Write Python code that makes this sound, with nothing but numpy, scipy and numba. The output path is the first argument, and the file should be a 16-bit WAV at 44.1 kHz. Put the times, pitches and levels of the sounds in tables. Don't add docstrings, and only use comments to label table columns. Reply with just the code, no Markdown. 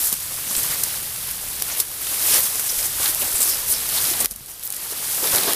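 import sys
import numpy as np
from scipy import signal
from scipy.fft import rfft, irfft, next_fast_len
from scipy.io import wavfile
from scipy.ndimage import uniform_filter1d
from numba import njit

SR = 44100
rng = np.random.default_rng(int(sys.argv[2]) if len(sys.argv) > 2 else 0)


def persist_wave(psi):
    counts = np.round(np.clip(psi, -1, 1) * 32767).astype(np.int16)
    wavfile.write(sys.argv[1], SR, np.atleast_2d(counts).T)


N = 245047

# time in seconds, deep band in dB, upper band in dB.
RUMBLE_LEVELS = [(0, -46, -50), (.6, -53, -43), (1.6, -46, -46.5), (1.9, -51.5, -51), (2.4, -46.5, -45),
                 (2.65, -55, -50), (2.85, -44.5, -44), (3.35, -47.5, -48.5), (4.22, -46, -42),
                 (4.29, -50, -53), (4.55, -55, -54), (4.86, -59, -51.5), (5.3, -50, -47), (5.556, -58, -49)]
# start in seconds, level before damping in dB, ring in Hz.
BODY_THUMPS = [(.124, -29.5, 204), (0.354, -36, 119), (.509, -31.5, 223), (.58, -26, 270), (.572, -32, 45),
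               (.7, -25, 140), (.704, -36, 525), (2.38, -26, 517), (2.728, -31, 475), (2.775, -31, 35.2),
               (2.998, -37, 95), (3.34, -30, 50), (4.114, -25, 355), (4.315, -36, 200), (4.358, -41, 220),
               (4.408, -32, 133), (4.922, -32, 414), (5.228, -25, 353), (5.337, -23, 125),
               (5.478, -23, 420)]
# top in seconds, level in dB, pitch in Hz, fall in ms.
HOUSING_KNOCKS = [(.1289, -31, 330, 4), (.3159, -37, 860, 10), (.5865, -32, 392, 11), (.707, -33, 754, 32),
                  (1.6235, -26.5, 1800, 1.5), (2.599, -28, 1000, 2.2), (3.0012, -28.5, 640, 11),
                  (3.0577, -33, 1280, 6), (3.097, -29, 550, 3), (3.221, -29.5, 700, 31),
                  (3.4045, -29.5, 550, 9.3), (4.2233, -32, 800, 7.7), (4.244, -30, 700, 6.6),
                  (4.9259, -35.5, 600, 21), (5.002, -37, 450, 7.4), (5.1824, -28.5, 990, 7),
                  (5.2351, -24.5, 670, 21), (5.3379, -23.5, 530, 71), (5.4817, -20.5, 680, 15)]
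# middle in seconds, level in dB, ring in Hz, length in ms.
BLADE_RASPS = [(.029, -27, 14000, 41), (.499, -32, 6600, 35), (0.576, -26, 8080, 55),
               (.721, -34, 2010, 120), (1.723, -27.5, 6500, 30), (2.326, -27.5, 5300, 54),
               (2.395, -21, 13700, 30), (2.696, -24, 5700, 26), (2.789, -31, 3260, 36),
               (3.223, -25, 2740, 23), (3.363, -24, 8650, 37), (3.419, -20, 8250, 55),
               (3.452, -34, 5700, 84), (3.513, -29, 5390, 110), (3.718, -26, 9400, 90),
               (3.753, -32, 5160, 88), (3.981, -26.5, 3900, 48), (4.207, -21, 8650, 26),
               (4.655, -29, 14100, 40), (5.272, -29, 3710, 39)]
# top in seconds, leaf in dB, stem in dB, fall in ms.
STEM_SNAPS = [(0.1272, -13, -24, 3.5), (0.1395, -18, -36, 2), (0.5525, -32, -14.5, 1), (.5662, -13, -36, 1),
              (0.632, -20, -43, 13), (0.787, -25, -39, 1.7), (0.8358, -11, -43, 4.3), (1.1609, -30, -25, 2),
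              (1.3113, -22, -40, 7), (1.6, -36, -24, 1), (1.6226, -11, -16, 1.2), (1.7497, -30, -26, 3),
              (1.8012, -10, -18, 5.4), (2.0692, -24, -22.5, 3), (2.1431, -24, -30, 5),
              (2.2251, -30, -22, 3), (2.2471, -30, -30, 1.5), (2.3223, -22, -24, 3), (2.4057, -11, -34, 1),
              (2.456, -19, -30, 1.5), (2.5956, -15, -23, 2.9), (2.6934, -26, -29, 6), (2.791, -26, -22, 5),
              (2.8289, -30, -18, 1.2), (3.032, -26, -18.5, 1), (3.0587, -28, -15.5, 4.7),
              (3.1487, -9.5, -32, .3), (3.2198, -17, -27, 2.2), (3.4134, -30, -21, 3),
              (3.4284, -15, -25, 4.6), (3.7246, -17, -28, 1), (3.7394, -28, -21, 2),
              (3.8901, -13, -32, 0.42), (3.8978, -21, -34, 1), (4.0425, -14, -34, 1),
              (4.053, -28, -21, 3.8), (4.138, -28, -18, 1.1), (4.205, -16, -37, 10),
              (4.2464, -14, -27, 2.7), (4.2587, -6, -8, 0.33), (4.3117, -21, -39, 1.2),
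              (4.3178, -28, -42, 1), (4.339, -33, -48, 1), (4.3608, -27, -46, 3), (4.4608, -30, -48, 1.6),
              (4.596, -28, -46, 1), (4.6284, -40, -32.5, 4), (4.636, -21, -44, .5), (4.6692, -21, -42, .4),
              (4.6761, -17, -34, .4), (4.7042, -16, -38, 0.8), (4.724, -20.5, -40, 3),
              (4.7386, -34, -30, 3), (4.745, -25, -42, 2), (4.7657, -21, -40, 2.2), (4.833, -28, -38, 1.7),
              (4.9265, -32, -31, 2.6), (5.2409, -31, -24, 8), (5.2733, -20, -18, 1.8),
              (5.349, -26, -13.5, 1.5), (5.3592, -11, -30, 2.9), (5.384, -24, -13, 1.7),
              (5.41, -26, -31, 4.5), (5.4345, -16, -16, 1.1), (5.5233, -17, -30, 2), (5.5347, -7, -16, .5)]
# time in seconds, steady rustle in dB, extra rubbing on the housing in dB.
PUSH_LEVELS = [(0.0, -25, 1), (0.12, -26.5, -8), (0.2, -29, -2.5), (0.45, -28, 0.5), (0.65, -24.5, 1.5),
               (0.95, -27.5, 1.5), (1.1, -28.5, -1), (1.6, -29.5, 2.5), (1.8, -25.5, 2), (1.86, -32.5, 0),
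               (1.98, -31, 2.5), (2.1, -24, 0), (2.5, -25.5, -1.5), (2.95, -25.5, -1.5), (3.3, -25, 2.5),
               (3.55, -24, 2), (3.64, -28.5, 5), (3.8, -24.5, 0.5), (4.25, -24.5, 5.5), (4.28, -42, 2.5),
               (4.5, -40.5, 4.5), (4.69, -36, 2.5), (4.74, -32, 1.5), (5.05, -28, 3.5), (5.22, -25, -6),
               (5.556, -25.5, -6)]
# top in seconds, leaf in dB, stem in dB, housing in dB, rise in ms.
GRASS_SWEEPS = [(.055, -21.5, -38, -46, 66), (.135, -27, -34, -39, 14), (.335, -32, -38, -45, 24),
                (.58, -26.5, -33.5, -45, 74), (.72, -43, -32.5, -50, 60), (.93, -36, -34, -52, 75),
                (1.29, -32, -35, -57, 32), (1.72, -43, -33, -40, 35), (1.805, -27, -44, -50, 14),
                (2.245, -22.5, -41, -38, 36), (2.336, -16, -22.5, -32.5, 69), (2.375, -21, -23.5, -32, 35),
                (2.46, -21.5, -31, -42, 42), (2.555, -27, -37, -40, 28), (2.8, -25, -36, -46, 60),
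                (2.86, -24, -31, -43, 17), (3.05, -21, -26.5, -43, 46), (3.095, -19, -27, -44, 30),
                (3.22, -21.5, -44, -43, 22), (3.43, -21, -46, -47, 86), (3.5, -21.5, -45, -51, 30),
                (3.72, -18.5, -35, -42, 34), (3.975, -21.5, -25, -47, 45), (4.081, -20.5, -28.5, -40, 60),
                (4.22, -22.5, -37, -30, 22), (4.32, -31, -45, -46, 11), (4.51, -36, -44.5, -49, 27),
                (4.655, -32.5, -43, -62, 27), (4.92, -28, -37, -49, 15), (4.98, -29, -34, -48, 13),
                (5.045, -31, -36, -48, 15), (5.13, -24, -33, -53, 55), (5.261, -22, -30, -29.5, 32),
                (5.37, -20.5, -25.5, -31, 96), (5.5, -25, -24, -25.5, 76)]
# grains per second, pitch spread in octaves (about the middle half),
# cycles to fall 20 dB, mean size scatter in dB, pitch drift in octaves per unit of walk().
LEAF_GRAINS = (12000, .4, 3.6, 1.05, 0.14)
STEM_GRAINS = (10000, 0.688, 5.6, 1.15, 0.11)
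RUB_GRAINS = (5000, 0.893, 2.6, 2, 0.19)
# frequency in Hz, gain in dB.
MIC_RESPONSE = [(20, 1.5), (150, -4), (500, -0.5), (2500, -4.5), (5000, 1.5), (7000, -1.76), (11000, 3),
                (13500, 3), (16000, -1.7)]

THUMP_FALL_MS, THUMP_FALL_CYCLES = 9.3, 0.43
KNOCK_RISE_MS = 4.9
RASP_WIDTH_SHARE = 0.22
SNAP_RISE_MS, LEAF_SNAP_HZ, STEM_SNAP_HZ = 0.77, 10400, 3960
SWEEP_FALL_SHARE = 0.55
LEAF_HZ, STEM_HZ, HOUSING_HZ = 11340, 4024, 854
STEM_DB, HOUSING_DB = -5.5, -15.5
STEM_RUB_SHARE = 0.28
TOP_HZ = 15500


def undb(db):
    return 10 ** (np.asarray(db) / 20)


def unit(x):
    return x / np.sqrt(np.mean(x ** 2))


def band(x, lo_hz, hi_hz, order=2):
    sos = signal.butter(order, [lo_hz, min(hi_hz, .45 * SR)], "bandpass", fs=SR, output="sos")
    return signal.sosfilt(sos, x)


def walk(rate_hz):
    k = int(SR / rate_hz)
    steps = np.repeat(rng.standard_normal(N // k + 1), k)
    return 0.37 * uniform_filter1d(uniform_filter1d(steps, k), k)[:N]


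def slips(rate_hz, fall_ms):
    kicks = (rng.random(N) < rate_hz / SR) * rng.exponential(size=N)
    x = signal.lfilter([1], [1, -np.exp(-1000 / (fall_ms * SR))], kicks)
    return unit(x - x.mean())


@njit
def ring(start, hz, t60_s, size, n):
    out = np.zeros(n)
    for k in range(len(start)):
        turn = np.exp(2j * np.pi * hz[k] / SR - np.log(1000) / (t60_s[k] * SR))
        z = size[k] + 0j
        for i in range(start[k], min(n, start[k] + int(t60_s[k] * SR))):
            out[i] += z.imag
            z *= turn
    return out


def fade(rise_ms, fall_ms):
    ms = np.arange(-40, 120, 1000 / SR)
    return np.exp(np.where(ms < 0, ms / max(rise_ms, .1), -ms / max(fall_ms, .2)))


def add(out, x, top_s):
    i = int((top_s - .04) * SR)
    out[max(i, 0):i + len(x)] += x[max(-i, 0):N - i]


def snaps(table, lo_hz, hi_hz, width, broad, ragged_db):
    out = np.zeros(N)
    for top_s, db, hz, rise_ms, fall_ms in table:
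        shape = fade(rise_ms, fall_ms)
        splinters = rng.standard_normal((2, len(shape)))
        ragged = splinters[0] * undb(ragged_db * splinters[1])
        pitched = unit(band(ragged, hz / width, hz * width, order=1))
        material = unit(band(ragged, lo_hz, hi_hz))
        burst = (pitched + broad * material) * shape
        level = undb(db) * np.linalg.norm(shape) / np.linalg.norm(burst)
        add(out, burst * level, top_s)
    return out


def crackle(hz, rate_hz, octaves, cycles, scatter_db, wander):
    when, pitch_draw, size_draw = rng.random((int(rate_hz * N / SR), 3)).T
    start = (when * N).astype(np.int64)
    centre_hz = (hz * 2 ** (wander * walk(35)))[start]
    spread = (pitch_draw / (1 - pitch_draw)) ** (0.4323 * octaves)
    pitch_hz = np.clip(centre_hz * spread, 40, .4 * SR)
    size = undb(np.minimum(-scatter_db * np.log(size_draw + 1e-9), 18))
    return unit(ring(start, pitch_hz, 3 * cycles / pitch_hz, size, N))


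def rumble(deep_db, upper_db):
    deep = unit(band(rng.standard_normal(N), 24, 94)) * undb(deep_db + 1.0 * walk(12))
    upper = unit(band(rng.standard_normal(N), 77, 171)) * undb(upper_db + .9 * walk(6.8))
    return deep + upper


def thumps():
    start_s, db, hz = np.transpose(BODY_THUMPS)
    fall_s = THUMP_FALL_MS / 1000 + THUMP_FALL_CYCLES / hz
    swing = ring((start_s * SR).astype(np.int64), hz, fall_s * np.log(1000), undb(db), N)
    return uniform_filter1d(swing, size=20)


def knocks():
    table = [(top_s, db, hz, KNOCK_RISE_MS, fall_ms) for top_s, db, hz, fall_ms in HOUSING_KNOCKS]
    return snaps(table, 115, 1600, width=1.85, broad=1.0, ragged_db=3.5)


def rasps():
    out = np.zeros(N)
    ms = np.arange(-80, 80, 1000 / SR)
    for middle_s, db, hz, length_ms in BLADE_RASPS:
        chance = rng.standard_normal((2, len(ms)))
        grit = chance[0] * undb(3.5 * unit(uniform_filter1d(chance[1], size=60)))
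        swell = np.exp(-2 * (ms / max(length_ms / 2, 5)) ** 2)
        narrow = band(grit, hz * (1 - RASP_WIDTH_SHARE / 2), hz * (1 + RASP_WIDTH_SHARE / 2))
        add(out, undb(db) * unit(narrow) * swell, middle_s - .04)
    return out


def breaks():
    leaf = [(top_s, db, LEAF_SNAP_HZ, SNAP_RISE_MS, ms) for top_s, db, _, ms in STEM_SNAPS]
    stem = [(top_s, db, STEM_SNAP_HZ, SNAP_RISE_MS, ms) for top_s, _, db, ms in STEM_SNAPS]
    bright = snaps(leaf, 6000, 16000, width=1.25, broad=.8, ragged_db=2)
    low = snaps(stem, 1300, 6500, width=1.5, broad=2, ragged_db=2.5)
    return bright + low


def push(t):
    time_s, db, rub_db = np.transpose(PUSH_LEVELS)
    db, rub_db = np.interp(t, time_s, db), np.interp(t, time_s, rub_db)
    stem_db = db + STEM_DB + STEM_RUB_SHARE * rub_db
    power = undb([db, stem_db, db + HOUSING_DB + rub_db]) ** 2
    for top_s, *dbs, rise_ms in GRASS_SWEEPS:
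        ms = 1000 * (t - top_s)
        span_ms = max(rise_ms, 5) * np.where(ms < 0, 1, SWEEP_FALL_SHARE)
        power += undb(dbs)[:, None] ** 2 * np.exp(-(ms / span_ms) ** 2)
    return 10 * np.log10(power)


def rustle(leaf_db, stem_db, rub_db):
    bunch_db = 0.84 * slips(130, 23.0) + .5 * walk(30)
    leaf_db = leaf_db + bunch_db + .4 * slips(230, 2.4)
    stem_db = stem_db + 0.25 * bunch_db + 0.096 * slips(100, 9.3)
    rub_db = rub_db + 0.8 * bunch_db + 1.2 * walk(23.8)
    leaves = band(crackle(LEAF_HZ, *LEAF_GRAINS), 5170, 21200, order=4) * undb(leaf_db)
    stems = band(crackle(STEM_HZ, *STEM_GRAINS), 750, 7200) * undb(stem_db)
    housing = band(crackle(HOUSING_HZ, *RUB_GRAINS), 207, 1940) * undb(rub_db)
    return leaves + stems + housing


def scene():
    t = np.arange(N) / SR
    time_s, *dbs = np.transpose(RUMBLE_LEVELS)
    low_db = [np.interp(t, time_s, db) for db in dbs]
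    mono = rumble(*low_db) + thumps() + knocks() + rasps() + breaks() + rustle(*push(t))
    side = undb(-22) * rumble(*low_db) + 0.055 * band(mono, 23, 180, order=1)
    apart = band(side, 15, 280, order=4)
    return np.array([mono + apart, mono - apart])


def record(dry):
    hz, db = np.transpose(MIC_RESPONSE)
    size = next_fast_len(N)
    bin_hz = np.arange(1, size // 2 + 2) * SR / size
    gain = undb(np.interp(np.log(bin_hz), np.log(hz), db))
    coloured = irfft(rfft(dry, size) * gain, size)[:, :N]
    rounded = .85 * np.tanh(coloured / .85)
    return signal.sosfilt(signal.ellip(12, .2, 80, TOP_HZ, fs=SR, output="sos"), rounded)


dry = scene()
out = record(dry)
persist_wave(out)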